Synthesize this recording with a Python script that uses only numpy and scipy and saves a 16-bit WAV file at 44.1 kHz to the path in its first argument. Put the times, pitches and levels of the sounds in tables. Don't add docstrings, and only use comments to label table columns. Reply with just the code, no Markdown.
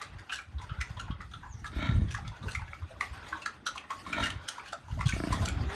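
import sys
import numpy as np
from scipy import signal
from scipy.fft import rfft, irfft
from scipy.io import wavfile
from scipy.ndimage import uniform_filter1d

SR = 44100
rng = np.random.default_rng(int(sys.argv[2]) if len(sys.argv) > 2 else 0)


def store_wav(level_fs):
    pcm = np.round(np.clip(np.atleast_2d(level_fs), -1, 1) * 32767)
    wavfile.write(sys.argv[1], SR, pcm.T.astype(np.int16))


N = 253575

# middle in seconds, level in dB, pitch in Hz,
# width at half height in seconds (never taken shorter than 0.003).
WIND_PEAKS = [(0.569, -29.5, 70, 0.037), (0.719, -26, 99, 0.0073), (0.789, -28, 94.5, 0.0072),
              (0.808, -28, 66.5, 0.023), (0.91, -28.5, 94, 0.0073), (1.105, -19, 87, 0.0022),
              (1.127, -27.5, 88, 0.0074), (1.302, -39, 65.3, 0.032), (1.777, -29.5, 59, 0.03),
              (1.896, -18.5, 140, 0.0075), (1.95, -25.5, 71, 0.019), (2.02, -20.5, 101, 0.0091),
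              (2.276, -29, 102, 0.016), (2.465, -30, 94, 0.0024), (2.626, -27, 71, 0.013),
              (2.835, -30.5, 86, 0.026), (3.12, -34, 69, 0.025), (4.365, -30.5, 89.5, 0.012),
              (4.928, -21.5, 79, 0.0075), (4.971, -29, 90, 0.0036), (5.003, -31, 81, 0.013),
              (5.066, -15, 123, 0.012), (5.137, -14, 57, 0.0023), (5.307, -32.5, 109.6, 0.062),
              (5.425, -26, 89, 0.012), (5.611, -22, 90, 0.019), (5.677, -28.5, 75, 0.022)]
# time in seconds, rumble level in dB, flutter in dB compared with the rumble.
WIND = [(0, -60.5, -7.5), (0.15, -45.5, -15), (0.27, -65, -2), (0.5, -49.5, -18), (1.55, -45.5, -19.5),
        (1.68, -49, -19), (1.95, -24.5, -16.5), (2.12, -41.5, -17), (2.3, -36, -29), (2.37, -53.5, -21),
        (2.44, -37.5, -14), (2.55, -38.5, -35), (2.75, -50, -16.5), (3.25, -54, -5.5), (3.9, -64.5, 1.5),
        (4.22, -41.5, -9), (4.42, -50, -12.5), (4.52, -67, 2.5), (4.8, -57.5, -10.5), (4.95, -37.5, -17),
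        (5.44, -34.5, -12.5), (5.62, -35.5, -11), (5.75, -48.5, -7)]
# time in seconds, resting level in dB, grit in dB compared with the level.
SHUFFLE = [(0, -43, -12), (0.15, -51, -9.5), (0.53, -57.5, -10.5), (0.75, -47, -15), (1.15, -52, -17),
           (1.3, -56.5, -9.5), (1.72, -55, -8), (2.25, -49, -14.5), (2.38, -52, -15.5), (2.55, -52, -0.5),
           (2.85, -52.5, -13), (3.12, -46.5, -9.5), (3.25, -43.5, -11.5), (3.6, -53.5, -17),
           (4.02, -50, -4.5), (4.6, -46, -11.5), (4.85, -56.5, -7), (5.1, -44.5, -7), (5.4, -41, -8),
           (5.55, -42, -14), (5.66, -41.5, -13.5), (5.75, -36, -9)]
# frequency in Hz, relative strength in dB per Hz.
SHUFFLE_TONE = [(210, -72), (350, -8.5), (600, -3), (950, -0.5), (1460, 0), (2690, -9), (3270, -10),
                (5500, -22), (7150, -39), (12100, -120)]
# frequency in Hz, relative strength in dB per Hz.
HISS_TONE = [(2650, -0.5), (4500, -0.5), (6650, -4), (7570, -5.5), (9100, -8.5), (11900, -17.5),
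             (13100, -64)]
# time in seconds, pitch in Hz, level in dB.
WHISTLE = [(1.45, 7450, -86), (1.47, 7300, -75), (1.5, 6930, -67), (1.54, 6080, -58), (1.57, 5680, -71),
           (1.61, 5780, -57)]
# start, loudest moment and end in seconds, first and last pitch in Hz,
# top level in dB, level at start and end in dB compared with the top.
WHINES = [(3.277, 3.325, 3.6, 316, 318.5, -56.5, -34), (5.498, 5.734, 5.9, 323.5, 463, -49.5, -14)]
WHINE_PARTIALS_DB = [4, 0, -31, -13]
# frequency in Hz, width in Hz, relative level in dB.
SNOUT = [(616, 67, -4), (936, 145, -7.5), (1375, 69, 3), (1777, 84, 0.5), (2220, 130, -2), (2690, 80, -16),
         (3080, 220, -10.5), (3780, 176, -6), (4390, 88, -15), (5870, 1350, -27.5)]
# frequency in Hz, width in Hz, typical level in dB.
THROAT = [(660, 71, -5), (1334, 99, -3.5), (1725, 110, -1), (2270, 88, 5)]
# start, loudest moment and end in seconds, first and last pulses per second,
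# pulse level in dB, pulse fade in dB per second, loudest breath in seconds, breath level in dB,
# mouth low-pass at the loudest moment in Hz, chest boom in dB, first and last pharynx resonance in Hz,
# timing spread of the pulses as a share of the first cycle.
GRUNTS = [(1.718, 1.806, 2.08, 31.02, 30.86, -30.5, 6.3, 1.85, -34, 360, -3, 331, 167, 0.052),
          (4.045, 4.214, 4.47, 44.07, 50.8, -32.5, 230, 4.21, -32.5, 430, -4, 288, 220, 0.14),
          (5.154, 5.211, 5.52, 27.42, 32.76, -22, 63, 5.33, -69, 1000, -1, 357, 168, 0.02)]
# time in seconds, level in dB, low and high cavity in Hz,
# high cavity in dB and wet hiss in dB (both compared with the level), length in seconds.
SMACKS = [(0.01, -30, 1194, 1900, -11, -15, 0.0031), (0.015, -38.5, 1620, 2000, 0, -4.5, 0.013),
          (0.182, -38.5, 1620, 1840, -8, -13, 0.01), (0.292, -34, 1330, 2700, 0, -24, 0.012),
          (0.317, -24, 1620, 2880, -11.5, -15, 0.025), (0.384, -30, 1360, 2330, -8, -40, 0.0062),
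          (0.58, -42, 1055, 3560, -4.5, -46, 0.016), (0.611, -41, 970, 2070, -6, -8.5, 0.014),
          (0.69, -36.5, 1300, 2970, -8.5, -46, 0.023), (0.785, -39, 1500, 2430, -22, -26, 0.0054),
          (0.807, -28.5, 1405, 1975, 1, -6, 0.0078), (0.967, -37, 985, 3350, -7.5, -30, 0.01),
          (0.993, -31, 1430, 2870, -8, -10.5, 0.0073), (1.078, -37, 950, 1470, -10, -39, 0.0076),
          (1.104, -36.5, 1120, 3190, -7.5, -50, 0.016), (1.202, -33.5, 1300, 1830, -7.5, -23, 0.01),
          (1.333, -34, 1310, 3460, -6.5, -23, 0.012), (1.427, -37, 930, 1570, -8, -43, 0.034),
          (1.641, -30.5, 1286, 1620, -5.5, -20, 0.01), (1.662, -36.5, 1150, 3750, -10, -11.5, 0.0078),
          (2.08, -45.5, 1600, 3330, -1, -16, 0.018), (2.104, -39, 1610, 2440, -4, -3, 0.014),
          (2.143, -27, 1160, 1666, -1, -14, 0.0054), (2.167, -35.5, 1310, 1910, -7, -17, 0.0071),
          (2.183, -35, 791.3, 1510, -17, -35, 0.0022), (2.244, -38.5, 1290, 2130, -9, -28, 0.025),
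          (2.276, -45, 1000, 3400, 7, 3, 0.0038), (2.313, -40, 955, 2200, -30, -43, 0.018),
          (2.424, -39.5, 1180, 3780, -7, -28, 0.014), (2.451, -40, 433, 910, -4, -33, 0.018),
          (2.479, -29.5, 1465, 2620, -10, -21, 0.011), (2.507, -44.5, 1540, 3600, -4, 0.5, 0.0086),
          (2.547, -31, 1320, 2060, 6, -9.5, 0.0061), (2.593, -37.5, 935, 2340, -3.5, -30, 0.0027),
          (2.615, -36, 905, 1500, -8.5, -30, 0.005), (2.652, -46, 905, 1800, -15, -35, 0.0044),
          (2.678, -38.5, 1680, 2210, -9, -24, 0.0031), (2.731, -32, 1280, 2260, -3.5, -41, 0.0018),
          (2.817, -39.5, 1086, 2330, -25, -35, 0.012), (2.901, -40, 597, 1480, -20, -47, 0.023),
          (3.007, -22, 1185, 1976, 0.5, -11.5, 0.004), (3.281, -48, 593, 2070, 1, -0.5, 0.013),
          (3.325, -22.5, 1124, 1590, -5, -53, 0.0039), (3.351, -32, 900, 1700, -29, -43, 0.0043),
          (3.418, -41, 1060, 2680, 3, -3.5, 0.0065), (3.459, -20, 1397, 1620, -6, -10.5, 0.0034),
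          (3.662, -21.5, 1357, 3120, -15, -9.5, 0.011), (3.755, -29, 1010, 3950, -21, -10, 0.0037),
          (3.777, -44.5, 1130, 2690, 11.5, 4.5, 0.003), (3.836, -38, 1150, 1870, -13, -37, 0.0067),
          (3.9, -23, 1110, 1920, -16, -22, 0.0099), (4.06, -31, 1080, 2170, -16, -19, 0.017),
          (4.127, -24, 1390, 2340, -2.5, -17, 0.0058), (4.179, -24, 660, 938, -5.5, -27, 0.0023),
          (4.228, -25, 1530, 2840, -3.5, -10.5, 0.015), (4.255, -30.5, 1440, 1860, 1, -14, 0.0098),
          (4.301, -34.5, 1205, 3000, 3.5, 1.5, 0.0033), (4.483, -27, 1480, 3230, -4, -0.5, 0.0048),
          (4.579, -30.5, 1010, 1400, -11, -20.5, 0.0052), (4.593, -39, 1250, 2290, -2, -37, 0.005),
          (4.657, -37.5, 1590, 2300, -8, -14, 0.0068), (4.673, -39.5, 1560, 2900, -5, -10.5, 0.017),
          (4.726, -29.5, 685, 1310, -1, -7.5, 0.005), (4.878, -39.5, 930, 1470, -27, -22, 0.014),
          (4.908, -44, 1380, 2930, -7.5, -24, 0.014), (4.973, -38.5, 640, 1380, -19, -23, 0.0025),
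          (4.986, -33, 1020, 2050, -14, -27, 0.014), (5.005, -23.5, 1105, 2040, -6, -19, 0.0082),
          (5.057, -39.5, 1540, 3300, 6.5, 2.5, 0.021), (5.086, -28.5, 1550, 2490, -2.5, -11.5, 0.0088),
          (5.122, -28.5, 1830, 2180, 2.5, -39, 0.0037), (5.322, -21.5, 1072, 1780, -14, -17, 0.0082),
          (5.413, -34, 664, 1020, -6, -37, 0.017), (5.455, -32.5, 1320, 4020, -19, 9.5, 0.0029),
          (5.475, -29, 1390, 2250, -5, -12, 0.01), ]

PEN_T60_S, PEN_TREBLE_T60_S = 0.24, 0.19
PEN_DB = -8.5
GRUNT_PEN_DB = -6
STIR_DB, STIR_RISE_S, STIR_FADE_S = -25.5, 0.006, 0.032
GRUNT_ATTACK_S, PULSE_SWELL_DB_PER_S = 0.017, 68
BREATH_SWELL_DB_PER_S, BREATH_FADE_DB_PER_S = 137, 138
FIRST_PULSE = 0.7
CHEST_HZ = 186
PHARYNX_WIDTH_HZ = 67
MOUTH_CLOSES_TO = 0.24
SHARPNESS = 5.5
LEAD_S, LEAD_DB = 0.012, -17
LONGEST_RISE_S, SPRAY_RISE_S = 0.003, 0.006
CUTOFF_HZ = 13450


def amp(db):
    return 10 ** (np.asarray(db) / 20)


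def rms_one(x):
    return x / np.sqrt(np.mean(x ** 2) + 1e-20)


def in_time(rows, **outside):
    s, *columns = np.transpose(rows)
    t = np.arange(N) / SR
    return [np.interp(t, s, column, **outside) for column in columns]


def coloured(spectrum):
    hz, db = np.transpose(spectrum)
    bins_hz = np.arange(N // 2 + 1) * SR / N + 1
    shape = amp(np.interp(np.log(bins_hz), np.log(hz), db, left=-90, right=-90))
    return rms_one(irfft(rfft(rng.standard_normal(N)) * shape, N))


def band(x, low_hz, high_hz):
    return signal.sosfilt(signal.butter(2, [low_hz, high_hz], "band", fs=SR, output="sos"), x)


def drift(rate_hz):
    r = np.exp(-2 * np.pi * rate_hz / SR)
    settled = signal.lfilter([1], [1, -2 * r, r * r], rng.standard_normal(N + SR))[SR:]
    return rms_one(settled)


def resonance(x, hz, width_hz):
    r = np.exp(-np.pi * width_hz / SR)
    feedback = [1, -2 * r * np.cos(2 * np.pi * hz / SR), r * r]
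    return signal.lfilter(np.array([1, 0, -1]) * (1 - r * r) / 2, feedback, x)


def tract(x, modes):
    out = 0
    for k, (hz, width, db) in enumerate(modes):
        steep = resonance(resonance(x, hz, 7.1 * width), hz, width)
        out = out + (-1) ** k * amp(db) * steep
    return out


def peaked(t, top_s, top_db, swell_db_per_s, fade_db_per_s):
    drop_db = np.where(t < top_s, swell_db_per_s * (top_s - t), fade_db_per_s * (t - top_s))
    return amp(top_db - drop_db)


def pen(x, first_echo_s=0.0025):
    t = np.arange(SR // 2) / SR
    noise = rng.standard_normal((2, len(t)))
    low = band(noise[0], 110, 4800) * amp(-60 * t / PEN_T60_S)
    treble = band(noise[1], 5240, 10600) * amp(-60 * t / PEN_TREBLE_T60_S)
    tail = (low + treble) * (1 - np.exp(-(t / first_echo_s) ** 2))
    tail /= np.sqrt(np.sum(tail ** 2))
    return amp(PEN_DB) * signal.fftconvolve(x, tail)[:N]


def wind(lumpy_db=2.0):
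    rumble_db, flutter_db = in_time(WIND)
    rumble = rms_one(band(band(rng.standard_normal(N), 42, 110), 30, 230))
    flutter = rms_one(band(rng.standard_normal(N), 158, 333))
    flutter_gain = amp(flutter_db + 3.0 * drift(18.7))
    out = amp(rumble_db + lumpy_db * drift(9.4)) * (rumble + flutter_gain * flutter)
    t = np.arange(N) / SR
    phases = rng.uniform(0, 2 * np.pi, len(WIND_PEAKS))
    for (s, db, hz, width), phase in zip(WIND_PEAKS, phases):
        near = slice(round((s - .06) * SR), round((s + .06) * SR))
        since = t[near] - s
        swell = np.exp(-np.log(16) * (since / max(width, .003)) ** 2)
        out[near] += amp(db) * swell * np.cos(2 * np.pi * hz * since + phase)
    return out


def stir():
    s, db = np.transpose(SMACKS)[:2]
    kicks = np.zeros(N)
    kicks[(s * SR).astype(int)] = amp(db + STIR_DB)
    rise, fade = np.exp(-1 / (STIR_RISE_S * SR)), np.exp(-1 / (STIR_FADE_S * SR))
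    fading = signal.lfilter([1], [1, -fade], kicks)
    return signal.lfilter([1 - rise], [1, -rise], fading)


def shuffle(ticks_per_s=10.0, tick_db=-11, crackle_db=-0.5):
    level_db, grit_db = in_time(SHUFFLE)
    grit_gain = amp(grit_db + crackle_db * drift(150) + 3.6 * drift(5.2))
    texture = coloured(SHUFFLE_TONE) + grit_gain * coloured(HISS_TONE)
    bed = (amp(level_db) + stir()) * texture
    moments = (rng.random(N) < ticks_per_s / SR) * amp(rng.normal(0, 3.3, N))
    together = drift(13.0)
    edges_hz = np.geomspace(200, 14000, num=15)
    out = 0
    for low, high in zip(edges_hz, edges_hz[1:]):
        sizes = moments * amp(3.5 * np.minimum(rng.exponential(1, N), 3))
        softened = uniform_filter1d(sizes, size=120)
        ticks = signal.lfilter([1], [1, -np.exp(-1 / (0.033 * SR))], softened)
        waver_db = 1.5 * (together + drift(20))
        out = out + band(bed, low, high) * (amp(waver_db) + amp(tick_db) * ticks)
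    return out


def whistle(breathy_hz=250):
    hz, db = in_time(WHISTLE)
    sounding = in_time(WHISTLE, left=0, right=0)[0] > 0
    tone = np.sin(2 * np.pi * np.cumsum(hz) / SR)
    return sounding * amp(db) * (drift(breathy_hz) + 0.79) * tone


def whines(waver=0.0119, hoarse_db=2.5):
    out, t = 0, np.arange(N) / SR
    for start, top, end, first_hz, last_hz, db, edge_db in WHINES:
        hz = np.interp(t, [start, end], [first_hz, last_hz])
        phase = 2 * np.pi * np.cumsum(hz * (1 + waver * drift(27.3))) / SR
        swell_db = edge_db * np.interp(t, [start, top, end], [1, 0, 1])
        gain = amp(db + swell_db) * (t > start) * (t < end)
        for k, part_db in enumerate(WHINE_PARTIALS_DB):
            strength = amp(part_db + hoarse_db * drift(32))
            out = out + gain * strength * np.sin((k + 1) * phase)
    return out


def grunts(gate=.3, rough_db=1.5, rasp_db=2.3):
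    voice, breath, t = np.zeros(N + SR), 0, np.arange(N) / SR
    for (start, top, end, first_rate, last_rate, pulse_db, fade, breath_top, breath_db,
         mouth_hz, chest_db, first_hz, last_hz, jitter) in GRUNTS:
        on = (t >= start) & (t < end)
        rate = np.interp(t, [start, end], [first_rate, last_rate])
        cycle = np.cumsum(on * rate) / SR + FIRST_PULSE
        attack = np.clip((t - start) / GRUNT_ATTACK_S, 0, 1)
        effort = attack * peaked(t, top, pulse_db, PULSE_SWELL_DB_PER_S, fade)
        pulse_starts = np.flatnonzero(np.diff(np.floor(cycle)))
        chance = rng.standard_normal((30, 2 + len(THROAT)))
        for at, (late, strong, *tints) in zip(pulse_starts, chance):
            pharynx_hz = np.interp(t[at], [start, end], [first_hz, last_hz])
            opening = np.interp(t[at], [top, end], [1, MOUTH_CLOSES_TO])
            click = np.eye(1, SR // 20)[0]
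            puff = signal.lfilter(*signal.butter(3, mouth_hz * opening, fs=SR), click)
            lower = [(CHEST_HZ, 70, chest_db), (pharynx_hz, PHARYNX_WIDTH_HZ, 0)]
            upper = [(hz, width, db + 2 * rough_db * tint)
                     for (hz, width, db), tint in zip(THROAT, tints)]
            pulse = tract(puff, lower + upper)
            at += round(jitter * late * SR / first_rate)
            gain = effort[at] * amp(rough_db * strong)
            voice[at:at + len(pulse)] -= gain * pulse / np.abs(pulse).max()
        flow = peaked(t, breath_top, breath_db, BREATH_SWELL_DB_PER_S, BREATH_FADE_DB_PER_S)
        breath = breath + on * flow * (1 - gate + gate * np.exp(-3.0 * (cycle % 1)))
    snout_noise = rms_one(tract(rng.standard_normal(N), SNOUT))
    return voice[:N] + breath * amp(rasp_db * drift(94)) * snout_noise


def smacks(rise_share=0.533, snap=10.1, ring_db=-8, crackle_db=6.0):
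    out = np.zeros(N + SR)
    t = np.arange(SR // 6) / SR - LEAD_S
    since = np.maximum(t, 0)
    lead = amp(LEAD_DB) * np.exp(-4 * np.abs(t) / LEAD_S)
    hiss = coloured(HISS_TONE) * amp(crackle_db * drift(400))
    noises = rng.standard_normal((len(SMACKS), len(t)))
    lowest_hz, highest_hz = [3090, 4120, 5920, 8020], [4420, 6250, 7820, 10900]
    hiss_hz = rng.uniform(lowest_hz, highest_hz, (len(SMACKS), 4))
    for (s, db, low_hz, high_hz, high_db, hiss_db, length), noise, tints in zip(SMACKS, noises, hiss_hz):
        at, length = max(round((s - LEAD_S) * SR), 0), max(length, .001)
        rise = 1 - np.exp(-(since / min(rise_share * length, LONGEST_RISE_S)) ** 2)
        burst = lead + rise * np.exp(-(since / (1.443 * length)) ** 1.23)
        burst /= burst.max()
        strike = burst * noise
        strike[np.argmax(burst)] += snap
        rings = []
        for hz in (low_hz, high_hz):
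            body = resonance(resonance(strike, hz, hz / SHARPNESS), hz, 2 * hz / SHARPNESS)
            after = resonance(body, hz, 130)
            rings.append(body / np.abs(body).max() + amp(ring_db) * after / np.abs(after).max())
        spray = np.resize(hiss[at:], len(t))
        tinted = rms_one(0.61 * spray + sum(resonance(spray, hz, 270) for hz in tints))
        wet = (lead + burst * (1 - np.exp(-since / SPRAY_RISE_S))) * tinted
        smack = 0.54 * rings[0] + amp(high_db) * rings[1] + amp(hiss_db) * wet
        out[at:at + len(t)] += amp(db) * smack
    return out[:N]


def scene():
    near = grunts()
    others = smacks() + whines() + whistle()
    echo = pen(others + amp(GRUNT_PEN_DB) * near)
    return (near + others + echo + shuffle() + wind())[None]


def record(dry):
    thin = signal.sosfilt(signal.butter(3, 36, "high", fs=SR, output="sos"), dry)
    return signal.sosfilt(signal.cheby2(12, 30, CUTOFF_HZ, fs=SR, output="sos"), thin)


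dry = scene()
out = record(dry)
store_wav(out)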